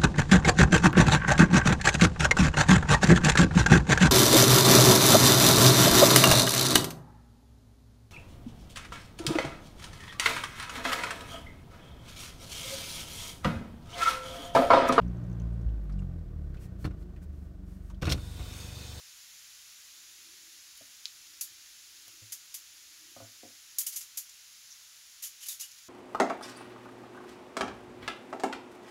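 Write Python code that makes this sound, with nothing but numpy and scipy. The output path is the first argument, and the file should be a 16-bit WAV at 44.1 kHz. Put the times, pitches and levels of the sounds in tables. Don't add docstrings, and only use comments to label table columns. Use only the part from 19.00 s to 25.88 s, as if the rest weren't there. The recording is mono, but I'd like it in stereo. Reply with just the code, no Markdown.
import sys
import numpy as np
from scipy import signal
from scipy.fft import rfft, irfft
from scipy.io import wavfile

SR = 44100
rng = np.random.default_rng(int(sys.argv[2]) if len(sys.argv) > 2 else 0)


def store_wav(level_fs):
    pcm = np.round(np.clip(np.atleast_2d(level_fs), -1, 1) * 32767)
    wavfile.write(sys.argv[1], SR, pcm.T.astype(np.int16))


N = 303628

# t/s, level/dB, mean delay of the shreds/s, wrinkle resonance f/Hz, its gain/dB
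CLUMPS = [(2.4099, -28.5, .0018, 4550, 6), (3.321, -33.5, 0.0035, 2940, -1),
          (3.5417, -34.5, 0.0025, 4080, -12), (4.7845, -22, 0.0017, 4360, 6), (4.8, -35.5, 0.0098, 3270, 8),
          (4.865, -27.5, .0036, 2920, 7), (4.921, -37.5, 0.009, 2990, 1), (4.958, -29.5, 0.006, 3220, 2),
          (5.006, -39.5, 0.0064, 3220, 1), (5.1713, -29, 0.0041, 4340, -2), (6.223, -35.5, 0.0079, 3200, 0),
          (6.234, -33, .011, 3140, 6.5), (6.402, -44.5, 0.016, 3160, 8), (6.424, -40, 0.01, 2970, 15.5),
          (6.459, -38.5, 0.01, 3960, 3), (6.484, -31.5, 0.0037, 3800, 16), (6.497, -35, 0.019, 3540, 9),
          (6.596, -36.5, .0069, 3880, 9), (6.609, -35, 0.0041, 2840, 8), (6.624, -40.5, 0.0094, 2930, 16)]
# f/Hz, left gain/dB, right gain/dB
CRACKLE_SPECTRUM = [(200.0, -46.5, -41), (724, -30.5, -31), (1490, -23.5, -20), (2790, -17.5, -13),
                    (4000, -14.5, -9.5), (5230, -12, -4.5), (6950, -9, 2.5), (8140, -4.5, -13),
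                    (9340, -10.5, -3.5), (11600, -8.5, -0.5), (13750, -10.5, -7), (16400, -7.5, -19.5)]
# f/Hz, bandwidth/Hz, gain/dB
CRACKLE_PEAKS = [(7230, 120, 4.5), (9600, 150, 2), (11380, 230, 4), (11350, 80, -4)]


def cheese_on_foil(neutral_db=-32, tilt_per_db=0.39, tilt_above_hz=3000, wrinkle_width_hz=240):
    out = np.zeros((2, N))
    for start, db, spread_s, wrinkle_hz, wrinkle_db in CLUMPS:
        db_per_octave = tilt_per_db * (db - neutral_db)

        def crackle_db(hz):
            heard = curve_db(CRACKLE_SPECTRUM, hz) + sum(resonance_db(hz, *row) for row in CRACKLE_PEAKS)
            wrinkle = resonance_db(hz, wrinkle_hz, wrinkle_width_hz, wrinkle_db)
            tilt = db_per_octave * np.log2(np.maximum(hz, tilt_above_hz))
            return heard + wrinkle + tilt

        taps = contacts(spread_s, scatter_db=4, count=120)
        shiver = reverberate(taps, near_db=2, near_t60=0.05, room_db=5, room_t60=0.16)
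        add(out, burst(colour(shiver, crackle_db), db), start)
    return out


# t/s, level/dB, f/Hz, half-width at -12 dB/octaves, mean impulse delay/s
CLICK_AND_TICKS = [(1.775, -53.5, 10000, .85, .001), (2.0555, -34, 4180, 0.7, 0.00012),
                   (3.07, -50, 9000, 5.1, .0098), (5.2933, -51, 6900, .65, .0011),
                   (5.701, -46, 5960, 0.3, .011), (6.711, -51.5, 6040, .83, 0.0025),
                   (6.785, -54, 6000, 1.2, 0.0025)]


def click_and_ticks(left_db=-14, skirt_db=-44):
    out = np.zeros((2, N))
    for start, db, centre_hz, octaves, spread_s in CLICK_AND_TICKS:
        def tick_db(hz):
            band = -12 * np.abs(np.log2((hz + 1) / centre_hz)) / octaves
            treble_dip = resonance_db(hz, centre_hz=8300, width_hz=1500, db=-12)
            return np.maximum(band, skirt_db) + treble_dip

        impulses = contacts(spread_s, scatter_db=9, count=1 + int(spread_s * 4000))
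        scattered = reverberate(impulses, near_db=-5, near_t60=0.035, room_db=-8, room_t60=0.2)
        tick = colour(scattered, tick_db) * undb([[left_db], [0]])
        add(out, burst(tick, db), start)
    return out


# t/s, level/dB, contact cutoff f/Hz, tray thud relative to the knock/dB
FINGER_KNOCKS = [(1.809, -56.5, 900, -13), (2.5, -79, 400, 6), (3.075, -67, 1500, -2.5),
                 (3.219, -65.5, 600, 12.5), (4.164, -48.5, 1150, -12), (4.202, -46.5, 1160, -17),
                 (4.221, -54, 1000, 1.5), (4.433, -49.5, 750, -18), (4.453, -55, 555, -15)]
# f/Hz, relative level/dB, T60/s
DISH_MODES = [(243, -10.5, 0.25), (294, -8, 0.19), (343, -12, 0.091), (510, -14, 0.071), (543, 0, 0.1),
              (691, 4, 0.061), (844, -21, 0.12), (1180, 1, 0.045), (1240, -5, 0.19), (1470, -2, 0.15)]


def dish_knocks(left_db=-1, detune=0.013, scuff_db=-9, tray_hz=107.5, tray_t60=0.22, tray_rise_s=0.0078):
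    out, t = np.zeros((2, N)), clock()
    mode_hz, mode_db, t60 = np.transpose(DISH_MODES)[:, :, None]
    thud = np.sin(2 * np.pi * tray_hz * t) * fade(t, tray_t60) * (1 - np.exp(-t / tray_rise_s))
    impulse = signal.unit_impulse(len(t))
    for start, db, cutoff_hz, thud_db in FINGER_KNOCKS:
        soft_db = lambda hz: -20 * np.log10(1 + (hz / cutoff_hz) ** 4)
        pitch = mode_hz * (1 + detune * rng.standard_normal(mode_hz.shape))
        push = undb(mode_db + soft_db(mode_hz)) * rng.choice([-1, 1], mode_hz.shape)
        ring = np.sum(push * np.sin(2 * np.pi * pitch * t) * fade(t, t60), axis=0)
        slips = contacts(spread_s=0.0097, scatter_db=1, count=40)
        scuff = colour(slips[None], lambda hz: soft_db(hz) + 20 * np.log10((hz + 10) / (hz + 300)))
        dish = unit(ring) + undb(scuff_db) * unit(scuff)
        paths = reverberate(impulse, near_db=-19, near_t60=0.063, room_db=-4, room_t60=0.31, lag_samples=7)
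        heard = signal.fftconvolve(dish, paths, axes=1)[:, :len(t)]
        knock = burst(heard, db) + burst(thud, db + thud_db)
        add(out, knock * undb([[left_db], [0]]), start)
    return out


# t/s at peak speed, level/dB
ARM_STROKES = [(1.33, -70), (2.36, -77.5), (3.15, -75), (4.11, -71.5), (4.85, -82)]


def arm_rub(centre_hz=325, half_width_hz=38, swell_s=0.2):
    hz, t = np.arange(N // 2 + 1) * SR / N, np.arange(N) / SR
    friction = rfft(rng.standard_normal(N))
    rub = irfft(friction / (1 + ((hz - centre_hz) / half_width_hz) ** 2), N)
    speed = sum(undb(db) * np.exp(-np.abs(t - peak_s) / swell_s) for peak_s, db in ARM_STROKES)
    return rub / np.std(rub) * speed


# f/Hz, left relative level/dB, right relative level/dB
HISS_SPECTRUM = [(20, -109.0, -107.0), (58.3, -101.0, -99.0), (206, -110.0, -108.0), (440, -110.0, -110.0),
                 (887, -108.0, -102.0), (1450, -98.5, -93.5), (3510, -96.5, -87.5), (7130, -100.0, -84.0),
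                 (8070, -100.0, -98), (10160, -105.0, -91), (11800, -104.0, -92.0), (13300, -104.0, -99.5),
                 (15100, -109.0, -97)]


def hiss(start_db=-49, sag_db_per_s=0.2373, direct_share=0.033, bass_coherence=0.56, bass_hz=400):
    hz, t = np.arange(N // 2 + 1) * SR / N, np.arange(N) / SR
    bass, source, *diffuse = rng.standard_normal((4, N))
    direct = np.array([np.roll(source, 17), source])
    air = np.sqrt(direct_share) * direct + np.sqrt(1 - direct_share) * np.array(diffuse)
    coherence = bass_coherence / (1 + (hz / bass_hz) ** 4)
    spectrum = np.sqrt(coherence) * rfft(bass) + np.sqrt(1 - coherence) * rfft(air)
    noise = irfft(spectrum * undb(curve_db(HISS_SPECTRUM, hz)), N)
    return noise / np.std(noise) * undb(start_db - sag_db_per_s * t)


def contacts(spread_s, scatter_db, count):
    out = np.zeros(len(clock()))
    delays = rng.gamma(2, spread_s / 2, count)
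    at = np.minimum(delays * SR, len(out) - 1).astype(int)
    strengths = undb(scatter_db * rng.standard_normal(count)) * rng.choice([-1, 1], count)
    np.add.at(out, at, strengths)
    return out


def reverberate(taps, near_db, near_t60, room_db, room_t60, lag_samples=17):
    t = clock()
    direct = np.array([np.roll(taps, lag_samples), taps])
    near = undb(near_db) * unit(fade(t, near_t60))
    room = undb(room_db) * unit(fade(t, room_t60) * (1 - np.exp(-t / 0.0017)))
    energy = signal.fftconvolve(taps ** 2, near ** 2 + room ** 2)[:len(t)]
    return direct + np.sqrt(np.abs(energy)) * rng.standard_normal((2, len(t)))


def colour(x, db_at, size=1024):
    hz = np.arange(size // 2 + 1) * SR / size
    cepstrum = irfft(np.log(undb(db_at(hz))))
    cepstrum[..., 1:size // 2] *= 2
    cepstrum[..., size // 2 + 1:] = 0
    response = np.atleast_2d(irfft(np.exp(rfft(cepstrum))))
    return signal.fftconvolve(x, response, axes=1)[:, :x.shape[1]]


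def resonance_db(hz, centre_hz, width_hz, db):
    return db / (1 + (2 * (hz - centre_hz) / width_hz) ** 2)


def curve_db(table, hz):
    f, *sides = np.transpose(table)
    return np.array([np.interp(np.log(hz + 1), np.log(f), side) for side in sides])


def undb(db):
    return 10 ** (np.asarray(db) / 20)


def unit(x):
    return x / np.sqrt(np.mean(np.sum(x ** 2, axis=-1)))


def burst(x, db):
    return unit(x) * undb(db) * np.sqrt(0.02 * SR)


def clock():
    return np.arange(SR // 2) / SR


def fade(t, t60):
    return np.exp(-np.log(1000) * t / t60)


def add(out, x, start_s):
    i = int(start_s * SR)
    out[:, i:i + x.shape[1]] += x[:, :N - i]


def scene():
    return cheese_on_foil() + click_and_ticks() + dish_knocks() + arm_rub() + hiss()


def record(dry, cutoff_hz=15700):
    return signal.sosfilt(signal.ellip(10, 0.2, 70, cutoff_hz, fs=SR, output="sos"), dry)


dry = scene()
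out = record(dry)
store_wav(out)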